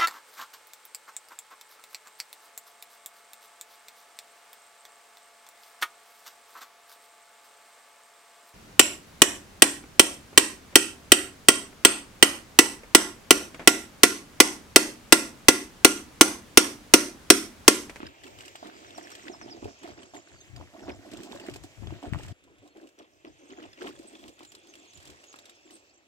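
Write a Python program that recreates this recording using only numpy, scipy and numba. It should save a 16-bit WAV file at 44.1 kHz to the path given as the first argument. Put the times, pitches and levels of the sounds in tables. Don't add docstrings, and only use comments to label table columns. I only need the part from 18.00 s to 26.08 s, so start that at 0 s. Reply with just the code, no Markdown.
import sys
import numpy as np
from scipy import signal
from scipy.fft import rfft, irfft, next_fast_len
from scipy.io import wavfile
from scipy.ndimage import uniform_filter1d, map_coordinates
from numba import njit

SR = 44100
rng = np.random.default_rng(int(sys.argv[2]) if len(sys.argv) > 2 else 0)


def put_to_file(sound):
    columns = np.atleast_2d(sound).T
    safe = np.clip(columns, -1, 1)
    whole_steps = np.round(safe * 32767)
    wavfile.write(sys.argv[1], SR, whole_steps.astype(np.int16))


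def attenuation_scalar(level_db):
    decades = np.asarray(level_db, float) / 20
    return 10 ** decades


N = 356283
T = np.arange(N) / SR
CUT_S = 4.327

# (start [s], length [s], thud level [dB], grit over thud [dB], sand over thud [dB])
SCUFFS = [(0, 0.07, -51, -2, -35), (0.233, 0.088, -56.5, -4.5, -6.5), (0.373, 0.094, -60.5, 3.5, -2),
          (0.619, 0.078, -49.5, -5, -21), (0.716, 0.23, -59.5, 0, -6.5), (0.954, 0.098, -55.5, -3, -5.5),
          (1.048, 0.23, -58, 1, -4.5), (1.242, 0.11, -49.5, -12, -38), (1.396, 0.18, -51, -9, -35),
          (1.606, 0.083, -49.5, -9.5, -17), (1.813, 0.1, -48.5, -5.5, -17), (1.96, 0.08, -53, -5.5, -27),
          (2.133, 0.031, -45.5, -7, -16), (2.25, 0.094, -63, -1, -21), (2.554, 0.081, -54.5, -10, -17),
          (2.726, 0.14, -51, -11.5, -27), (2.92, 0.13, -58.5, -11, -32), (2.871, 0.029, -40.5, -9, -22),
          (3.04, 0.063, -51, -15, -17), (3.104, 0.097, -48, -11, -21.5), (3.19, 0.08, -50.5, -11, -12.5),
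          (3.294, 0.086, -48.5, -10.5, -12.5), (3.386, 0.071, -50, -8, -14), (3.456, 0.11, -56, -1, -6),
          (3.624, 0.02, -50, -15, -7), (3.806, 0.18, -56, -6.5, -35), (4.014, 0.06, -45, -12, -21),
          (4.119, 0.073, -52, -10, -11), (4.177, 0.073, -54, -4, -2.5), (4.267, 0.047, -57, -4.5, -5),
          (4.432, 0.12, -63, -22, -30), (4.614, 0.051, -58.5, -13, -13), (4.742, 0.11, -54.5, -13.5, -18),
          (4.975, 0.055, -54.5, -7, -24), (5.242, 0.032, -49.5, -13, -35), (5.393, 0.079, -60.5, -11, -31),
          (5.488, 0.049, -52, -7.5, -32), (5.558, 0.1, -51.5, -6.5, -27), (5.767, 0.041, -55.5, -1.5, -17),
          (5.8, 0.089, -42.5, -5, -17), (5.917, 0.25, -56.5, -12, -11), (6.181, 0.12, -54, -14, -9),
          (6.376, 0.055, -57, -4, -16), (6.522, 0.044, -59.5, -7, -13), (6.625, 0.24, -64.5, -10.5, -8),
          (6.93, 0.32, -72, 5, 1), (7.05, 0.065, -69.5, 6.5, 0), (7.323, 0.2, -71, 3.5, -14),
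          (7.641, 0.078, -63.5, -3, -22), (7.697, 0.063, -60.5, -8, -1)]
# (thud [dB], grit [dB], sand [dB])
SHUFFLE = [(-70, -69.5, -85), (-74.5, -78.5, -88)]
SCUFF_ATTACK_S = [0.022, 0.017, 0.019]
SCUFF_FADE_DB_PER_S = 398
# (centre pitch [Hz], relative share of grains, half the time to -60 dB [cycles])
DIRT_MODES = [(324.5, 0.5, 5.9), (420, .16, 6.2), (543, .07, 9.9), (694, .1, 13.4), (860, .06, 5.8),
              (1070, .03, 9.7)]
# (frequency [Hz], relative level [dB])
GRIT_SPECTRUM = [(530, -3), (900, -7), (1350, -3.5), (1820, -1), (2150, -6.5), (3140, -4), (4040, -13.5),
                 (5370, -15), (8050, -35), (15500, -61)]
SAND_SPECTRUM = [(2650, 4.5), (4500, 4), (6670, -2.5), (8240, 0.5), (9150, -13), (10900, -15),
                 (12900, -15.5), (15800, -23)]
# (time [s], level [dB], pitch [Hz])
KNOCKS = [(0.003, -40, 320), (0.031, -32.5, 316), (0.553, -39, 790), (0.628, -33, 686), (0.982, -30, 730),
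          (1.299, -34, 385), (1.46, -36.5, 354), (1.626, -33, 332), (1.656, -27.5, 428),
          (1.844, -40.5, 332), (1.902, -37, 323), (2.137, -40, 696), (2.6, -40.5, 510), (2.882, -30.5, 332),
          (3.137, -34.5, 315), (3.263, -39, 328), (3.292, -40, 336), (3.315, -37.5, 410), (3.33, -37, 940),
          (3.402, -42, 420), (3.438, -38, 490), (3.486, -27, 362), (3.559, -35.5, 420), (3.871, -39.5, 375),
          (3.923, -34.5, 326), (4.03, -36.5, 278), (4.197, -35, 503), (5.247, -45.5, 387),
          (5.825, -33, 424), (5.838, -34, 340), (5.891, -37, 416), (5.996, -40.5, 320), (6.05, -43, 320),
          (7.094, -45, 365)]
# (time [s], level [dB], pitch [Hz])
SNAPS = [(0.0035, -35.5, 1360), (0.0307, -34, 1250), (0.556, -35.5, 3000), (1.414, -36, 1630),
         (2.612, -40, 1020), (2.8809, -38, 1160), (3.315, -47, 985), (3.459, -56, 1100),
         (3.486, -36.5, 1700), (3.9064, -41.5, 990), (4.0277, -37.5, 930), (4.056, -41.5, 1570),
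         (4.135, -29.5, 1950), (4.1465, -32.5, 1120), (4.158, -39, 1180), (5.2495, -41, 2740),
         (6.24, -40, 3120), (6.407, -41.5, 980), (7.3414, -39.5, 1310)]
# (time [s], level [dB], pitch [Hz], bright ring over click [dB])
CLICKS = [(0.067, -37, 4930, -24), (0.236, -42, 2000, -13), (0.241, -43, 3280, -27),
          (0.266, -45, 2740, -13), (0.277, -47, 2290, -25), (0.387, -45.5, 2990, -9),
          (0.407, -37.5, 2880, -16), (0.4567, -49, 2870, -4), (0.4803, -40.5, 2820, -11),
          (0.5568, -51.5, 2920, 1), (0.6696, -45.5, 3500, -11.5), (0.9063, -42, 3600, -20),
          (0.978, -44.5, 4000, -4.5), (1.103, -53, 3320, 0), (1.1168, -44, 2800, -7.5),
          (1.1516, -39.5, 3200, -10), (1.281, -34, 1970, -44), (1.284, -46, 2530, -39),
          (1.497, -43, 1720, -39), (1.644, -43, 2600, -12.5), (1.8317, -45.5, 3030, -10),
          (2.031, -41, 3140, -20), (2.146, -45, 3250, -28), (2.286, -56, 4200, -14),
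          (2.445, -58, 5000, -14), (2.5618, -40.5, 4860, -18), (2.793, -48, 2900, -27),
          (2.892, -40, 2580, -30), (3.115, -51, 3830, -3.5), (3.134, -47.5, 2900, -6),
          (3.1712, -44, 3380, -9), (3.233, -45, 2640, -5), (3.321, -36.5, 3670, -20),
          (3.373, -43, 3900, -25), (3.398, -38, 2770, -16), (3.465, -45, 2860, -9),
          (3.497, -43.5, 2940, -9.5), (3.5386, -41, 2830, -9), (3.56, -44, 2500, -7),
          (3.637, -50, 3600, -1.5), (3.871, -40, 3400, -33), (4.0274, -56, 2970, -7),
          (4.091, -59, 3030, -4), (4.126, -53, 3000, -9), (4.1866, -40.5, 2850, -18),
          (4.234, -44, 3000, -9), (4.282, -50.5, 3110, -4.5), (4.439, -59, 3050, -7),
          (4.584, -62.5, 3430, -5.5), (4.676, -57.5, 3830, -6.5), (4.77, -54.5, 3130, -10.5),
          (4.8718, -54.5, 2900, -9), (4.889, -69.5, 3300, 4), (4.988, -49, 5770, -13),
          (5.505, -44.5, 2960, -31), (5.626, -46.5, 2970, -19), (5.7326, -49, 3440, -20),
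          (5.73, -46.5, 5000, -30), (5.775, -49, 2760, -25), (5.962, -49, 3400, -30),
          (5.99, -55.5, 2540, -1.5), (6.152, -41.5, 3470, -22), (6.28, -46.5, 3120, -8),
          (6.3913, -50, 3590, -9), (6.4315, -49, 3980, -7.5), (6.4493, -47, 4050, -9),
          (6.5191, -47, 3200, -7), (6.55, -44.5, 4000, -8), (6.6707, -58, 3200, -2),
          (6.738, -45.5, 2770, -15), (6.7535, -47, 3280, -10.5), (6.9332, -54, 3960, -5),
          (6.973, -52, 3690, -4), (7.002, -57.5, 4080, -3), (7.0263, -58, 3740, 0), (7.053, -52, 3760, -2),
          (7.0737, -49, 3470, -5), (7.1, -50, 4000, -5), (7.239, -46.5, 2840, -13), (7.327, -50, 2740, -6),
          (7.359, -47, 2600, -9), (7.3877, -44.5, 3800, -9.5), (7.4555, -49, 3780, -5.5),
          (7.4955, -44.5, 3730, -9.5), (7.7065, -51, 2980, -7), (7.765, -56, 3600, -7)]
# (centre pitch [Hz], level over the bright ring [dB], t60 [s])
STONE_MODES = [(7400, -4.5, 0.083), (8280, 5.5, 0.0062), (4930, -16, 0.013), (9070, 5.5, 0.0047)]
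# (start [s], level [dB], start pitch [Hz], end pitch [Hz], length [s])
SONG = [(.858, -66, 6800, 5150, .04), (.943, -62, 6150, 5350, .028), (1.026, -61, 6450, 5300, .03),
        (1.112, -61, 6400, 5300, .03), (1.215, -65, 7200, 5350, .035), (1.313, -57, 7300, 5200, .048),
        (1.414, -56, 6500, 5050, .034), (1.501, -52, 5900, 4780, .036)]
SONG_BEND = [1.7, 1.4, 1.8, 1.7, 2.2, 4.5, 3, 2.2]
# (start [s], level [dB], start pitch [Hz], end pitch [Hz], length [s])
CHIRPS = [(0.632, -63, 3530, 3900, 0.022), (2.155, -59.5, 7100, 6920, 0.034),
          (2.345, -75, 4930, 4300, 0.076), (2.4, -65, 6450, 6300, 0.023), (2.408, -68, 3350, 3900, 0.016),
          (2.424, -66.5, 3870, 3370, 0.017), (2.822, -68, 5850, 5350, 0.026),
          (2.908, -66, 5550, 5170, .022), (3.41, -66, 4800, 4520, 0.05), (4.6, -90, 7250, 7450, 0.025),
          (4.7, -78, 4300, 4250, 0.04), (5.27, -70, 5440, 4660, .02), (5.39, -77, 5900, 6900, .018),
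          (5.432, -73, 6000, 6660, .018), (5.475, -73, 5760, 6760, 0.02), (5.518, -67, 6000, 6900, 0.014),
          (5.565, -73, 5770, 6900, .018), (5.585, -68, 6900, 6900, 0.021), (5.635, -74, 7300, 7200, 0.033),
          (5.835, -71, 8100, 8000, .02), (5.955, -67, 7200, 7100, 0.013), (6.155, -69, 7270, 7100, .015),
          (6.33, -63, 7600, 7000, 0.013), (6.575, -70, 7900, 8050, 0.023), (5.95, -62, 8040, 8200, 0.0098),
          (6.07, -60, 8200, 8000, 0.021), (6.46, -63.5, 7500, 7120, 0.049),
          (6.685, -62.5, 6410, 6300, 0.026), (6.785, -62, 7400, 7370, 0.018),
          (6.87, -69.5, 6840, 6170, 0.046), (6.95, -59.5, 6950, 7050, 0.015),
          (7.265, -65.5, 6730, 6500, 0.062), (7.715, -66.5, 8400, 8360, 0.058),
          (7.77, -74, 6300, 6500, .02)]
BUZZ_HZ = 320
CHIRP_BUZZ, BUZZY_ABOVE_HZ, BUZZY_FROM_S = 1.0, 6700, .033
# (time [s], level [dB])
FAR_LIFE = [(0, -10), (2, 1.5), (4.3, -5.5), (4.35, -17), (5.1, -8.5), (5.5, -3), (7.6, -2), (8.08, 1)]
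# (start [s], length [s], level [dB], left minus right [dB])
GUSTS = [(0.01, 0.038, -58, 13), (0.303, 0.1, -57, 24), (0.8, 0.1, -69, 16), (1.323, 0.28, -66, 14),
         (1.618, 0.026, -46.5, 24), (1.898, 0.043, -59.5, 17), (2.014, 0.053, -68, 12),
         (2.312, 0.052, -57, 10), (2.465, 0.2, -55.5, 13), (2.817, 0.16, -51.5, 11), (3.076, 0.12, -59, 8),
         (3.313, 0.085, -60.5, 5), (3.49, 0.16, -56.5, 20), (3.766, 0.17, -47, 33), (4.056, 0.11, -42, 27),
         (4.203, 0.17, -41.5, 5.5), (4.41, 0.25, -74.5, 3), (5.25, 0.12, -69, 8), (5.492, 0.21, -69, -14),
         (5.827, 0.18, -69.5, -1), (6.202, 0.09, -69, -2), (6.38, 0.24, -74.5, -12),
         (6.94, 0.2, -65.5, 0.5)]
BREEZE_DB = [-77.5, -88.5]
GUST_ATTACK_S, GUST_FADE_DB_PER_S = 0.022, 291
# (frequency [Hz], relative level [dB])
GUST_SPECTRUM = [(12, -62), (20, -6), (54, 2.5), (107, 10.5), (189, -4), (258, -14), (300, -9), (400, -30),
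                 (520, -57), (880, -120)]
# (start [s], level [dB], length scale [s])
POPS = [(1.642, -35, 0.013), (3.822, -24, 0.0052), (4.1245, -15.5, 0.0056)]
# (start [s], end [s], centre [Hz], width [Hz], level over the hiss [dB])
WHIRRS = [(0, 3.8, 2400, 700, -17), (.57, .87, 4800, 500, -16.5), (4.327, 8.8, 2600, 300, -13.5),
          (4.327, 5.4, 3400, 900, -16), (5.4, 7.75, 3400, 350, -14.5)]
# (time [s], level [dB])
AIR_LEVEL = [(0, -52.5), (1.4, -53.5), (2.3, -58), (4.32, -55.5), (4.33, -63), (5.2, -63.5), (5.6, -59.5),
             (6.2, -58.5), (7.6, -59.5), (8.08, -65)]
# (frequency [Hz], relative level [dB])
AIR_SPECTRUM = [(18, -42), (30, -24), (100, -12.5), (178, -22), (344, -5.5), (459, -11), (596, -6),
                (981, -16.5), (1940, -13.5), (2800, -18), (3360, -15), (4260, -16.5), (7580, -19.5),
                (9350, -41), (15800, -48.5)]
HISS_TREBLE_DB, HISS_FOLLOWS_LIFE = -6, 0.62
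# (time [s], lag [ms])
PORT_LAG = [(0, 0.38), (1.2, 0.37), (2.2, 0.23), (2.7, 0.15), (3.7, 0.16), (4.32, 0.12), (4.33, 0.22),
            (5.2, 0.35), (8.08, 0.26)]
# (frequency [Hz], level against the common part [dB])
SCATTER = [(200, -17), (1100, -3), (1900, -4.5), (2500, 4), (3200, 4), (5000, 6.5), (6000, 8),
           (15000, 15.5)]
# (frequency [Hz], left minus right [dB])
PORT_TILT = [(300, -1.5), (2000, 0), (4500, -0.5), (7000, -5.5), (9500, 3.5), (12500, 3.5), (15500, 1)]


def thuds():
    hz, share, cycles = np.transpose(DIRT_MODES)
    when, pick, detune, loud = rng.random((4000, 4)).T
    mode = np.searchsorted(np.cumsum(share) / share.sum(), pick)
    pitch = hz[mode] * (1 + 0.14 * (detune - .5))
    t60 = cycles[mode] / pitch * 2
    slips = grains(when * N / SR, pitch, t60, attenuation_scalar(7.1 * loud ** 2))
    thud_size = pressure()[0]
    return thud_size * unit(slips)


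def scuff():
    crumbling = spread(lambda: crumbs(1200, 13), GRIT_SPECTRUM) * attenuation_scalar(2.5 * walk(140))
    grit = gravel(count=7000) + attenuation_scalar(-6) * crumbling
    sand = spread(lambda: crumbs(3000, 12), SAND_SPECTRUM) * attenuation_scalar(3 * walk(140))
    _, grit_size, sand_size = pressure()
    return grit_size * unit(grit) + sand_size * unit(sand)


def gravel(count):
    when, high, loud, cycles, side = rng.random((count, 5)).T
    hz = 900 * 7.5 ** high
    f, db = np.transpose(GRIT_SPECTRUM)
    spectrum_db = np.interp(np.log(hz), np.log(f), db) + 10 * np.log10(hz)
    size = attenuation_scalar(spectrum_db + 16.7 * loud ** 3)
    s = when * (N / SR - .01)
    t60 = (5 + 14 * cycles) / hz
    lag = np.interp(s, *np.transpose(PORT_LAG)) / 1000 + 0.00038 * (side - .5)
    left = soft(s, hz, t60, size)
    right = soft(s + lag, hz, t60, size)
    return unit(np.array([left, right]))


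def crumbs(rate, spread_db):
    hits = rng.random(N) < rate / SR
    return hits * rng.standard_normal(N) * attenuation_scalar(spread_db * rng.random(N) ** 2)


def pressure():
    s, length, db, grit_db, sand_db = np.transpose(SCUFFS)
    layers = zip((0, grit_db, sand_db), SCUFF_ATTACK_S, np.transpose(SHUFFLE))
    return [swells(s, length, db + over_db, attack_s, SCUFF_FADE_DB_PER_S, rest_db)
            for over_db, attack_s, rest_db in layers]


def knocks():
    s, db, hz = np.transpose(KNOCKS)
    body = grains(s, hz, 13 / hz, attenuation_scalar(db))
    overtone = grains(s + 0.0013, 1.656 * hz, 9 / hz, attenuation_scalar(db - 8.0))
    s, db, hz = np.transpose(SNAPS)
    tick = soft(s, 2100 + 0 * s, .003 + 0 * s, attenuation_scalar(db - 3))
    pebble = grains(s, hz, 6 / hz, attenuation_scalar(db + 6.0))
    return body + overtone + tick + pebble


def clicks():
    s, db, hz, bright_db = np.transpose(CLICKS)
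    stones = soft(s, hz, 0.022 + 0 * s, attenuation_scalar(db))
    detune = 1 + .015 * rng.standard_normal((len(s), len(STONE_MODES)))
    for k, (f, mode_db, t60) in enumerate(STONE_MODES):
        stones += soft(s, f * detune[:, k], t60 + 0 * s, attenuation_scalar(db + bright_db + mode_db))
    out = ports(stones)
    sprays = ((db - 6.0, .004, GRIT_SPECTRUM), (db + bright_db + 3.5, .008, SAND_SPECTRUM))
    for spray_db, fade_s, spectrum in sprays:
        blows = np.zeros(N)
        blows[(s * SR).astype(int)] = attenuation_scalar(spray_db)
        fading = signal.lfilter([1], [1, -np.exp(-1 / (fade_s * SR))], blows)
        swell = uniform_filter1d(fading, size=85)
        out += swell * spread(lambda: rng.standard_normal(N), spectrum)
    return out


def bird(notes, bend, rough, buzz):
    out = np.zeros(N)
    waver = 1 + rough * walk(400)
    throb = np.sin(2 * np.pi * np.cumsum(BUZZ_HZ * (1 + 0.17 * walk(30))) / SR)
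    for note, note_bend in zip(notes, np.broadcast_to(bend, len(notes))):
        s, db, top_hz, end_hz, length = note
        u = np.arange(int(length * SR)) / (length * SR)
        hz = end_hz + (top_hz - end_hz) * (1 - u) ** note_bend
        i = slice(int(s * SR), int(s * SR) + len(u))
        buzzy = buzz * (top_hz > BUZZY_ABOVE_HZ and length > BUZZY_FROM_S)
        swell = np.sin(np.pi * u ** 1.2) ** 0.4
        size = attenuation_scalar(db + 8.0) * swell * (1 + buzzy * throb[i])
        out[i] += size * np.sin(2 * np.pi * np.cumsum(hz) / SR)
    return out * waver


def twitter(count, db, low_hz, span_hz, longest_s):
    when, loud, high, fall, long = rng.random((count, 5)).T
    s = when * (N / SR - .1)
    hz = low_hz + span_hz * high
    life_db = np.interp(s, *np.transpose(FAR_LIFE))
    end_hz = hz * (1.07 - .17 * fall)
    length = .005 + longest_s * long ** 2
    return np.transpose([s, db + life_db + 5 * loud, hz, end_hz, length])


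def wind():
    s, length, db, pan_db = np.transpose(GUSTS)
    flutter = np.array([walk(30.04), walk(30)])
    puffs = colour(rng.standard_normal((2, N)), GUST_SPECTRUM) * attenuation_scalar(3.9 * flutter)
    left_share = 1 / (1 + attenuation_scalar(-pan_db) ** 2)
    size = [swells(s, length, db + 10 * np.log10(share), GUST_ATTACK_S, GUST_FADE_DB_PER_S, BREEZE_DB)
            for share in (left_share, 1 - left_share)]
    out = 2 * unit(puffs) * size
    for start, pop_db, pop_length in POPS:
        u = (T - start) / pop_length - .5
        push = np.exp(-(u / 0.24) ** 2)
        suck = 0.38 * np.exp(-(u / 1.4) ** 2)
        out[0] += attenuation_scalar(pop_db) * (push - suck)
    return shape(out, [(20, -34), (45, 3.5), (62, 3.0)])


def whirr():
    out = 0
    for start, end, hz, width_hz, db in WHIRRS:
        peak = [(hz - 2 * width_hz, -40), (hz - width_hz / 2, -4), (hz, 0),
                (hz + width_hz / 2, -4), (hz + 2 * width_hz, -40)]
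        band = colour(rng.standard_normal(N), peak)
        out = out + band * attenuation_scalar(db + 3.4 * walk(18)) * (T >= start) * (T < end)
    return ports(out * attenuation_scalar(curve(AIR_LEVEL)[0]))


def air():
    db = curve(AIR_LEVEL)[0]
    treble_db = HISS_TREBLE_DB + HISS_FOLLOWS_LIFE * curve(FAR_LIFE)[0]
    hiss = spread(lambda: rng.standard_normal(N), AIR_SPECTRUM)
    out = 0
    for hz in 42 * 2 ** np.arange(0, 9, .5):
        skirts = [(hz / 1.42, -30), (hz / 1.19, -6), (hz, 0),
                  (hz * 1.19, -6), (hz * 1.42, -30), (hz * 2, -80)]
        flicker_db = 3.0 * (walk(22) + walk(5)) / 1.4
        band_db = flicker_db + (3600 < hz < 9000) * treble_db
        out = out + shape(hiss, skirts) * attenuation_scalar(band_db)
    swell_db = .8 * walk(3)
    return attenuation_scalar(db + swell_db) * out


def echo(x, t60, wet_db):
    u = np.arange(int(t60 * SR)) / SR
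    onset = np.minimum(u / 0.00068, 1)
    tail = rng.standard_normal((2, len(u))) * attenuation_scalar(-60 * u / t60) * onset
    wet = signal.fftconvolve(x[None], unit(tail) / np.sqrt(len(u)), axes=1)
    return attenuation_scalar(wet_db) * wet[:, :N]


def ports(x):
    heard_at = np.arange(N) - curve(PORT_LAG)[0] * SR / 1000
    late = map_coordinates(x, [heard_at], order=3, mode="nearest")
    return np.array([x, late])


def spread(make, spectrum):
    common = ports(make())
    own = shape(np.array([make(), make()]), SCATTER)
    return colour(common + own, spectrum)


def swells(start, length, db, attack_s, fade_db_per_s, rest_db):
    t = T[::32, None]
    rise = np.clip((t - start) / attack_s, 0, 1)
    fade = attenuation_scalar(db - fade_db_per_s * np.clip(t - start - length, 0, 1))
    same_side = (t < CUT_S) == (start < CUT_S)
    rest = attenuation_scalar(np.where(t[:, 0] < CUT_S, *rest_db))
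    power = np.sum((rise * fade * same_side) ** 2, axis=1) + rest ** 2
    return np.interp(T, t[:, 0], np.sqrt(power))


def soft(s, hz, t60, size):
    return grains(s, hz, t60, size) - grains(s, hz, t60 / 5, size)


def grains(s, hz, t60, size):
    return ring(N, (s * SR).astype(np.int64), 2 * np.pi * hz / SR, np.log(1000) / (t60 * SR), size)


@njit
def ring(length, start, turn, decay, size):
    out = np.zeros(length)
    for k in range(len(start)):
        z, p = size[k] + 0j, np.exp(1j * turn[k] - decay[k])
        for i in range(start[k], min(length, start[k] + int(6 / decay[k]))):
            out[i] += z.imag
            z *= p
    return out


def walk(rate):
    k = int(SR / rate)
    steps = np.repeat(rng.standard_normal(N // k + 1), k)
    return unit(uniform_filter1d(uniform_filter1d(steps, k), k)[:N])


def curve(rows):
    s, *columns = np.transpose(rows)
    return [np.interp(T, s, c) for c in columns]


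def shape(x, points):
    hz, db = np.transpose(points)
    size = next_fast_len(x.shape[-1])
    f = np.arange(size // 2 + 1) * SR / size + 1
    gain = attenuation_scalar(np.interp(np.log(f), np.log(hz), db))
    return irfft(rfft(x, size) * gain, size)[..., :x.shape[-1]]


def colour(x, points):
    return unit(shape(x, points))


def unit(x):
    return x / np.sqrt(np.mean(x ** 2))


def scene():
    blows = thuds() + knocks()
    before = T < CUT_S
    wet = echo(blows * before, .07, -6) * before + echo(blows * ~before, .07, -6)
    steps = ports(blows) + wet + scuff() + clicks()
    steps = shape(steps, [(110, -19.5), (220, 2.5)])
    birds = bird(SONG, SONG_BEND, 0.2, 0) + bird(CHIRPS, 1.6, 0.7, CHIRP_BUZZ)
    patter = twitter(count=900, db=-79.5, low_hz=4376, span_hz=4000, longest_s=0.011)
    birds += bird(patter, 1.2, 0.91, 0)
    high_patter = twitter(count=220, db=-79.5, low_hz=6300, span_hz=2000, longest_s=0.033)
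    birds += bird(high_patter, 1.29, 0.69, CHIRP_BUZZ)
    return steps + ports(birds) + echo(birds, 0.13, -6.5) + wind() + air() + whirr()


def top_cut(x):
    return signal.sosfilt(signal.butter(12, 15850, fs=SR, output="sos"), x)


def record(dry):
    hz, db = np.transpose(PORT_TILT)
    left = shape(dry[0], np.transpose([hz, db / 2]))
    right = shape(dry[1], np.transpose([hz, -db / 2]))
    return top_cut(np.array([left, right]))


dry = scene()
out = record(dry)
put_to_file(out)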